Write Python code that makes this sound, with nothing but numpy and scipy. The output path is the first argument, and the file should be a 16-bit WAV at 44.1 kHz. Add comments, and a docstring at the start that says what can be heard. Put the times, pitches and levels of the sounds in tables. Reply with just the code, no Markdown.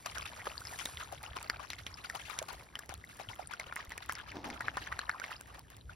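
"""Two swans dabble for floating grain in the shallows, a step or two from a camera on the bank.
Their bills snap and gulp at the surface, trapping air that plops, and churn the water about eight
times a second into bursts of bubbles and spray. Between bites the water trickles, fizzes and ticks.
Light wind rumbles on the microphone, and late on something scuffs softly close by."""
import sys
import numpy as np
from scipy import signal
from scipy.fft import rfft, irfft, next_fast_len
from scipy.io import wavfile
from scipy.ndimage import map_coordinates

SR = 44100
rng = np.random.default_rng(int(sys.argv[2]) if len(sys.argv) > 2 else 0)


def to_wav(sig):
    """Store sig (one row per channel, or 1-D mono) as 16-bit WAV at the path in sys.argv[1].

    Samples outside -1..1 are clipped; the rate is SR.
    """
    pcm = np.clip(np.atleast_2d(sig), -1, 1) * 32767
    pcm = np.round(pcm).astype(np.int16)
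    wavfile.write(sys.argv[1], SR, pcm.T)  # frames by channels


N = 262395


def amp(db):
    """Decibels to gain."""
    return 10 ** (np.asarray(db) / 20)


def unit(x):
    """Scale to rms 1."""
    return x / np.sqrt(np.mean(x ** 2) + 1e-20)


def along(points, hz):
    """Read (Hz, value) points on a log frequency axis."""
    freqs, values = np.transpose(points)
    return np.interp(np.log(hz + 1), np.log(freqs + 1), values)


def curves(rows):
    """Automation lanes: one value per sample for each column after the time."""
    times, *columns = np.transpose(rows)
    return [np.interp(np.arange(N) / SR, times, column) for column in columns]


def filtered(x, response):
    """Shape x with a gain, real or complex, given as a function of Hz."""
    size = x.shape[-1]
    padded = next_fast_len(size + 4096)
    return irfft(rfft(x, padded) * response(np.fft.rfftfreq(padded, 1 / SR)), padded)[..., :size]


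def noise(spectrum, side_db, size=N):
    """Stereo noise through an EQ curve, at rms 1; side_db sets the width."""
    mid, side = rng.standard_normal((2, size))
    white = mid + amp(side_db) * np.array([side, -side])
    return unit(filtered(white, lambda hz: amp(along(spectrum, hz))))


def wobble(rate):
    """A smooth random curve, rate knots a second."""
    return map_coordinates(rng.standard_normal(int(N * rate / SR) + 4), [np.arange(N) * rate / SR])


def crackle(size, depth_db):
    """Grain: a gain of rms 1 that jumps about every millisecond."""
    steps = np.clip(rng.standard_normal(size // 48 + 1), -2, 2)
    return unit(amp(depth_db * steps).repeat(48)[:size])


def panned(x, pan_db):
    """Pan a sound; positive is left."""
    return x * amp([[pan_db / 2], [-pan_db / 2]])


def add(track, s, sound):
    """Mix a stereo sound into the track at s seconds."""
    start = max(round(s * SR), 0)
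    span = track[:, start:start + sound.shape[1]]
    span += sound[:, :span.shape[1]]


def bubble(t, hz, swell, rise):
    """A pocket of air swells for swell seconds, rings and dies; its pitch climbs as it surfaces."""
    age = np.maximum(t, 0) / swell
    climb = 1 + rise * np.minimum(age, 10) / 10
    return age * np.exp(1 - age) * np.sin(2 * np.pi * hz * t * climb)


def swarm(times, hz, sizes, cycles, rise, size):
    """Many bubbles, each with its own life and its own place on the water."""
    t, hz = np.arange(SR // 70) / SR, hz[:, None]
    life, place, path = rng.standard_normal((3, len(times), 1))
    swell = np.minimum(cycles * np.exp(.5 * life) / hz, .0018)
    lag = 0.14 * path / hz
    index = (times * SR).astype(int)[:, None] + np.arange(len(t))
    channels = []
    for side in (1, -1):
        rings = sizes[:, None] * amp(side * 2.2 * place) * bubble(t + side * lag, hz, swell, rise)
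        channels.append(np.bincount(index.ravel(), rings.ravel(), size)[:size])
    return np.array(channels)


def wake(peak_s=0.02):
    """Each churn or snap stirs the water for a moment: 0 when calm, 1 at the height of the wake."""
    bites = np.bincount([round(row[0] * SR) for row in [*CHURNS, *SNAPS]], minlength=N)
    age = np.arange(SR // 4) / SR / peak_s
    return np.minimum(signal.fftconvolve(bites, age * np.exp(1 - age))[:N], 1)


# Water running off the bills. Each row: time in seconds, trickle fader in dB, fizz fader in dB.
RUNOFF = [(0.0, -52, -59), (0.45, -50.5, -59.5), (0.81, -52, -52), (0.91, -50, -52), (1.09, -54.5, -62),
          (1.54, -52, -68), (1.74, -59, -68), (2.35, -54.5, -60), (2.722, -60, -69), (2.97, -58, -70),
          (3.13, -57.5, -61), (3.35, -53, -65), (3.55, -55, -70.5), (4.04, -55.5, -71), (4.32, -54.5, -75),
          (5.2, -52, -65), (5.68, -61.5, -70), (5.95, -63, -71)]
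# Tone of the soft wash and of the fizz on top. Each row: frequency in Hz, relative gain in dB.
WASH_EQ = [(300, 6), (750, 16), (1700, 13.5), (2800, 7.5), (5500, 2.5), (8000, -18), (12000, -12)]
FIZZ_EQ = [(3000, -2), (6000, -1), (7500, 4), (9300, -0.5), (11000, -3), (12800, -8), (14000, 1),
           (15500, -24)]
def trickle():
    """Disturbed water keeps bubbling in little runs over a soft wash, with a fine fizz on top."""
    trickle_db, fizz_db = curves(RUNOFF)
    times = rng.uniform(0, N / SR, size=1700)
    hz = 520 * 2 ** rng.triangular(0, 1.25, 3.4, len(times))
    sizes = amp(np.minimum(4 * rng.exponential(size=len(times)), 7.5)) * np.sqrt(hz)
    cycles = along([(1200, 1.5), (3500, 1.1)], hz)[:, None]  # small bubbles ring for fewer cycles
    stirred = wake()
    runs = amp(2.5 * wobble(40) + 6.5 * stirred)
    bubbles = unit(runs * swarm(times, hz, sizes, cycles, rise=.09, size=N))
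    wash = unit(runs * crackle(N, depth_db=4) * noise(WASH_EQ, side_db=-10))
    fizz = amp(fizz_db - 1 + 3 * stirred) * crackle(N, depth_db=3.5) * noise(FIZZ_EQ, side_db=-28)
    return panned(amp(trickle_db) * (bubbles + amp(-6) * wash), pan_db=2) + fizz


# The ride of the wind rumble. Each row: time in seconds, fader in dB.
WIND_RIDE = [(0.0, -59), (0.5, -56.5), (1.46, -56), (2.6, -58.5), (3.65, -60.5), (4.89, -51.5), (5.19, -64),
             (5.88, -50.5), (5.95, -57)]
# Single puffs thump the microphone. Each row: start in seconds, peak in dB, pitch in Hz.
PUFFS = [(1.309, -43.5, 66), (2.894, -44.5, 84), (2.977, -44.5, 92), (3.283, -40.5, 100), (3.665, -50, 60),
         (3.88, -44, 58.4)]
# Tone of the rumble and of the outdoor air. Each row: frequency in Hz, relative gain in dB.
RUMBLE_EQ = [(15, -49), (30, -17.5), (60, 7.5), (110, 1), (170, -7.5), (300, -45), (700, -96)]
AIR_EQ = [(20, -19), (40, 5.5), (150, 13.5), (300, 12.5), (600, 4.5), (1500, -17), (4000, -23), (7500, -76),
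          (16000, -70)]
def wind():
    """Wind buffets the microphone with a lumpy rumble and a few soft thumps, over quiet outdoor air."""
    wind_db, = curves(WIND_RIDE)
    t = np.arange(N) / SR
    thumps = sum(amp(db) * bubble(t - s, hz, swell=.0057, rise=0) for s, db, hz in PUFFS)
    lumps = amp(2.6 * wobble(22.16))
    rumble = amp(wind_db - 1) * unit(lumps * noise(RUMBLE_EQ, side_db=-15))
    air = amp(-65.5) * noise(AIR_EQ, side_db=-6)
    return rumble + thumps + air


# Where the bills sit as the camera turns. Each row: time in seconds, left over right in dB.
BILL_PAN = [(0, 1.5), (2, 6), (3.8, 3.5), (4.8, 1), (5.95, -4)]
def placed(x, s, scatter_db):
    """Pan a sound to somewhere near the bills at s seconds."""
    return panned(x, np.interp(s, *np.transpose(BILL_PAN)) + scatter_db * rng.standard_normal())


def cluster(length, hz, size):
    """Bubbles born over roughly length seconds of churning, a few large among many small."""
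    births = length * rng.gamma(2, .38, size=len(hz))
    sizes = amp(8.5 * np.minimum(rng.standard_normal(len(hz)), 1.5))
    bubbles = swarm(births, hz, sizes, cycles=1.35, rise=.14, size=size)
    return bubbles * np.sqrt(length * SR / np.sum(bubbles ** 2) * 2)  # energy follows the length


# A bill churns the water. Each row: start in seconds, relative level in dB, centre bubble pitch in Hz.
CHURNS = [(0.057, -37.5, 1600), (0.146, -41, 1770), (0.255, -40, 2100), (0.362, -47, 1460),
          (0.454, -38.5, 1440), (0.709, -47, 1380), (0.787, -37, 2220), (0.996, -38, 2020),
          (1.116, -45, 1210), (1.231, -39, 1720), (1.356, -38.5, 1260), (1.403, -44.5, 1550),
          (1.595, -42.5, 1260), (1.628, -44, 1520), (1.705, -45.5, 2900), (1.783, -44.5, 2570),
          (1.861, -46, 2350), (1.971, -46.5, 2430), (2.04, -37.5, 2290), (2.147, -34.5, 1500),
          (2.193, -43, 1730), (2.25, -49, 3000), (2.294, -40, 1620), (2.324, -45.5, 1910),
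          (2.482, -38.5, 1640), (2.524, -42, 1320), (2.586, -53, 834), (2.896, -44, 1900),
          (3.089, -52.5, 2680), (3.191, -40.5, 1365), (3.289, -43.5, 1530), (3.39, -46, 1240),
          (3.508, -41, 2140), (3.595, -41.5, 1310), (3.66, -47.5, 1090), (3.76, -42, 1720),
          (3.801, -49, 2000), (3.904, -43.5, 1620), (4.02, -44, 2600), (4.091, -36, 1650),
          (4.183, -46.5, 2050), (4.272, -43, 2080), (4.442, -36.5, 1350), (4.536, -41.5, 1230),
          (4.603, -43.5, 1470), (4.665, -45, 1310), (4.734, -47.5, 1390), (4.769, -40.5, 1560),
          (4.815, -40.5, 2650), (4.914, -43.5, 1600), (5.233, -44, 2240), (5.306, -39.5, 1730),
          (5.47, -53, 1400), (5.545, -47.5, 1310), (5.701, -53.5, 2300), (5.894, -53.5, 1130)]
# The hiss of the spray. Each row: frequency in Hz, relative gain in dB.
SPRAY_EQ = [(3000, -14), (6500, 3), (9300, 2.5), (11000, 1.5), (13000, -5), (15500, -8)]
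def churns():
    """Each churn sheds a cluster of bubbles in a crackling squelch, with froth and a little spray."""
    out, t = np.zeros((2, N)), np.arange(SR // 8) / SR
    runoff_s, _, fizz_db = np.transpose(RUNOFF)
    for s, db, hz in CHURNS:
        length = .016 * 2 ** ((-40.5 - db) / 16)  # seconds; 16 dB harder is half as long
        bubble_hz = np.clip(hz * 2 ** rng.uniform(-1.258, 0.912, size=22), 520, 6500)
        bubbles = cluster(length, bubble_hz, len(t))
        froth = amp(-8) * cluster(2 * length, rng.uniform(2500, 6500, size=30), len(t))
        gush = (1 - np.exp(-t / .0007)) * np.exp(-t / length) * crackle(len(t), depth_db=6)
        hollow_eq = [(hz / 5, -24), (hz / 2, -4), (hz, 0), (hz * 2, -8), (hz * 7, -27)]
        squelch = amp(-0.5) * noise(hollow_eq, side_db=-14, size=len(t))
        spray = amp(-6.5) * noise(SPRAY_EQ, side_db=-45, size=len(t))
        # more froth and spray while the water fizzes
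        fizzing = amp(0.26 * (np.interp(s, runoff_s, fizz_db) + 56.5))
        churn = bubbles + gush * squelch + fizzing * (froth + gush * spray)
        add(out, s, amp(db - 6.5) * placed(churn, s, scatter_db=4.5))
    return out


def smack(t):
    """Envelope of a sharp hit just after t = 0, with a squeeze before it and a short wet tail."""
    age = np.maximum(t, 0) / .0004
    return age * np.exp(1 - age) + .17 * np.exp(-np.abs(t) / .002)


# Bursting films and droplets. Each row: time in seconds, relative level in dB.
TICKS = [(0.0598, -40.5), (0.606, -41.5), (0.8548, -31.5), (1.124, -41), (1.2302, -43), (1.4284, -38),
         (1.4987, -52), (2.297, -45), (2.427, -37), (2.53, -47), (2.7923, -37.5), (2.9402, -37.5),
         (3.596, -63), (3.7589, -39), (3.8945, -43.5), (3.9776, -40), (4.0901, -49), (4.123, -36),
         (4.133, -42), (4.7702, -41), (5.4103, -40.5), (5.593, -42.5), (5.767, -47)]
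# Their thin, bright tone. Each row: frequency in Hz, relative gain in dB.
TICK_EQ = [(1000, -2), (5000, -3.5), (10000, 4), (15500, -3)]
def ticks():
    """Films of water burst with a crisp tick, each from its own direction, among fainter droplets."""
    out, t = np.zeros((2, N)), np.arange(-SR // 1000, SR // 100) / SR
    droplets = rng.uniform([0, -60], [5.9, -50], size=(48, 2))  # same columns as TICKS
    for s, db in [*TICKS, *droplets]:
        burst = amp(db + 2) * smack(t) * noise(TICK_EQ, side_db=-13, size=len(t))
        lag_s = .00004 * rng.standard_normal()  # between left and right
        tick = filtered(burst, lambda hz: np.exp(1j * np.pi * hz * lag_s * np.array([[1], [-1]])))
        add(out, s + t[0], tick)
    return out


# A bill snaps shut. Each row: time in seconds, relative plop level in dB, plop pitch in Hz,
# plop swell in milliseconds, relative smack level in dB.
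SNAPS = [(0.0612, -31.5, 1090, 0.76, -43), (0.1831, -36, 1340, 0.61, -44.5),
         (0.4697, -25.5, 1140, 0.47, -53), (0.6516, -43.5, 5160, 1.7, -51),
         (0.8573, -31.5, 3700, 0.8, -42.5), (0.972, -31, 3340, 0.3, -63), (1.3684, -32, 1130, 0.34, -47.5),
         (1.499, -24.5, 1630, 0.46, -39), (1.703, -29, 4140, 0.26, -43), (1.7331, -30.5, 2130, 0.23, -49.5),
         (1.8662, -31, 3160, 0.26, -48.5), (2.099, -30, 1770, 0.77, -47), (2.3893, -28.5, 1950, 0.12, -36),
         (2.7545, -31.5, 3030, 0.71, -49), (2.79, -40, 1590, 1.3, -51), (2.893, -42.5, 680, 0.34, -45),
         (3.536, -34.5, 1490, 1.45, -49.5), (3.5978, -34.5, 2090, 1.4, -42.5),
         (3.7249, -29, 1420, 0.42, -59), (3.764, -27, 1840, 0.33, -68), (3.9197, -34, 1920, 0.79, -50),
         (3.979, -32.5, 2360, 0.45, -45.5), (4.0954, -23, 1370, 0.44, -51), (4.153, -32, 5360, 0.2, -51),
         (4.3176, -39, 2250, 0.74, -55), (4.5017, -35.5, 2020, 0.51, -51.5), (4.6079, -28, 1520, 0.33, -50),
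         (4.683, -19.5, 1590, 0.44, -57), (4.7704, -28, 940, 0.37, -46), (4.8733, -36, 1640, 0.93, -56),
         (4.9248, -26, 1440, 0.54, -57), (4.9913, -30, 1590, 1, -43.5), (5.0946, -21, 1600, 0.53, -45.5),
         (5.199, -35, 1750, 0.41, -47.5), (5.241, -27, 2000, 0.3, -57)]
# Tone of the smack. Each row: frequency in Hz, relative gain in dB.
SMACK_EQ = [(300, 0.5), (1000, 6.5), (1800, 7.5), (3000, -0.5), (6000, 6.5), (8000, -1), (10500, -3.5),
            (16000, -19)]
def snaps():
    """A closing bill squeezes out a gurgle and smacks; trapped air plops and a small bubble follows."""
    out, t = np.zeros((2, N)), np.arange(-SR // 200, SR // 30) / SR
    for s, db, hz, swell_ms, smack_db in SNAPS:
        wait, detune = rng.random(2)
        plop = amp(db + 3) * bubble(t, hz, swell_ms / 1000, rise=.023)
        cavity_hz = min(hz, 1800)
        gurgle = amp(db - 20) * bubble(t + .0045, cavity_hz * (1 - .3 * wait), swell=.0008, rise=.1)
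        blip_hz = cavity_hz * (.9 + .35 * detune)
        blip = amp(.5 * db - 25) * bubble(t - .002 - .004 * wait, blip_hz, swell=.001, rise=.1)
        burst = amp(smack_db + 11) * smack(t) * noise(SMACK_EQ, side_db=-12.5, size=len(t))
        add(out, s + t[0], panned(gurgle + plop + blip + burst, 1 + 0.33 * rng.standard_normal()))
    return out


# A gulp drags a chain of air pockets through the bill. Each row: start in seconds,
# relative level in dB, start and end of the pitch sweep in Hz, sweep length in seconds.
GULPS = [(0.161, -40, 1750, 1340, 0.044), (0.385, -34, 1310, 2370, 0.037), (0.724, -42, 1620, 1970, 0.023),
         (1.001, -37, 1010, 1280, 0.013), (2.326, -43, 1300, 830, 0.025), (2.421, -37.5, 620, 1410, 0.024),
         (4.184, -37.5, 1580, 3330, 0.012), (4.602, -30.5, 1240, 1850, .01),
         (4.771, -30.5, 1110, 1670, 0.0087), (4.917, -33, 1360, 2160, 0.013),
         (5.091, -28, 1510, 2070, 0.011), (5.131, -33, 1730, 930, 0.024), (5.304, -32.5, 1740, 1460, 0.013)]
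def gulps(count=7):
    """Air pockets slurp through the bill in quick, uneven succession while its cavity changes size."""
    out, t = np.zeros((2, N)), np.arange(SR // 12) / SR
    for s, db, first_hz, last_hz, length in GULPS:
        stage = (np.arange(count) + rng.random(count))[:, None] / count
        detune, force = rng.standard_normal((2, count, 1))
        hz = first_hz * (last_hz / first_hz) ** stage * 2 ** (.18 * detune)
        pockets = amp(db + 4 * force) * bubble(t - length * stage, hz, swell=1.3 / hz, rise=.041)
        add(out, s, placed(amp(-7.5) * pockets.sum(axis=0), s, scatter_db=1))
    return out


# Single clear bubbles. Each row: start in seconds, relative level in dB, starting pitch in Hz.
PLINKS = [(0.173, -33, 1420), (0.255, -30.5, 2460), (0.472, -31, 476), (0.579, -29, 4300),
          (0.617, -36.5, 1350), (0.671, -30.5, 4970), (0.735, -38, 1770), (1.125, -33, 714),
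          (1.4986, -18.5, 4500), (1.596, -34.5, 1040), (1.942, -32.5, 4880), (2.147, -36, 660),
          (2.4166, -31, 576), (2.923, -36.5, 715), (3.04, -35.5, 1900), (3.198, -38.5, 715),
          (3.288, -37.5, 2960), (3.333, -36.5, 1940), (3.394, -36, 710), (3.473, -28, 8360),
          (4.108, -36, 1970), (4.123, -36.5, 915), (4.199, -34.5, 1490), (4.6207, -34, 1750),
          (4.992, -28.5, 3900), (5.149, -47, 980), (5.159, -39, 1230), (5.217, -32.5, 1410),
          (5.365, -36, 4700), (5.811, -46.5, 3670), (5.894, -38, 1384)]
def plinks():
    """Free bubbles ring out for some cycles, rising in pitch."""
    out, t = np.zeros((2, N)), np.arange(SR // 30) / SR
    for s, db, hz in PLINKS:
        ring = bubble(t, hz, swell=min(2.2 / hz, .0018), rise=.16)
        add(out, s, amp(db - 3) * placed(ring, s, scatter_db=10))
    return out


# Strokes of a soft scuff. Each row: time of the peak in seconds, level in dB.
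SCUFF_STROKES = [(4.362, -43), (4.462, -43.5), (4.52, -53.5), (4.668, -51), (4.75, -60.5), (4.82, -56.5)]
# Its dull tone. Each row: frequency in Hz, relative gain in dB.
SCUFF_EQ = [(120, -10), (200, 2), (290, 11), (420, -3), (900, 3), (1400, -11.5), (3000, -18), (6000, -18),
            (9000, -64)]
def scuff(rise_s=0.017, fall_s=0.043):
    """A dull, grainy rub close by: each stroke grips quickly and lets go slowly."""
    t = np.arange(N) / SR
    strokes = sum(amp(db) * np.exp(-np.abs(t - s) / np.where(t < s, rise_s, fall_s))
                  for s, db in SCUFF_STROKES)
    return strokes * crackle(N, depth_db=3.5) * noise(SCUFF_EQ, side_db=-12)


# The short tail off the bank. Each row: frequency in Hz, seconds to fall by 60 dB.
BANK_DECAY = [(200, 0.05), (5000, 0.035), (14000, 0.01)]
def bank(x):
    """The bank and the jetty boards scatter the sound back; the treble dies first."""
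    hz, t, spectra = signal.stft(rng.standard_normal((2, SR // 4)), SR, nperseg=256)
    decay = amp(-60 * t / along(BANK_DECAY, hz)[:, None])
    tail = signal.istft(spectra * decay, SR, nperseg=256)[1]
    tail = np.pad(tail, ((0, 0), (SR // 300, 0)))  # pre-delay
    return signal.fftconvolve(x, tail / np.linalg.norm(tail[0]), axes=1)[:, :N]


# The stereo image of the microphone. Each row: frequency in Hz, phase between its ports in radians.
PORT_PHASE = [(450, 0), (780, 0.93), (1500, 1.3), (2200, -0.34), (5500, 0.8), (6700, -3.5), (8600, -3),
              (9700, -6.5), (12200, -6.5), (13200, -9.5), (15800, -8.5)]
def ports(x):
    """The two microphone ports hear the mids and treble out of step."""
    return filtered(x, lambda hz: np.exp(.5j * along(PORT_PHASE, hz) * np.array([[1], [-1]])))


def scene():
    """The feeding, its reflections and the trickle reach the two ports; ticks, scuff and wind join in."""
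    feeding = snaps() + gulps() + churns() + plinks()
    water = feeding + amp(-15) * bank(feeding) + trickle()
    return ports(water) + ticks() + scuff() + wind()


def record(dry, top_hz=15850):
    """The camera keeps nothing above its band limit."""
    return filtered(dry, lambda hz: hz < top_hz)


dry = scene()
out = record(dry)
to_wav(out)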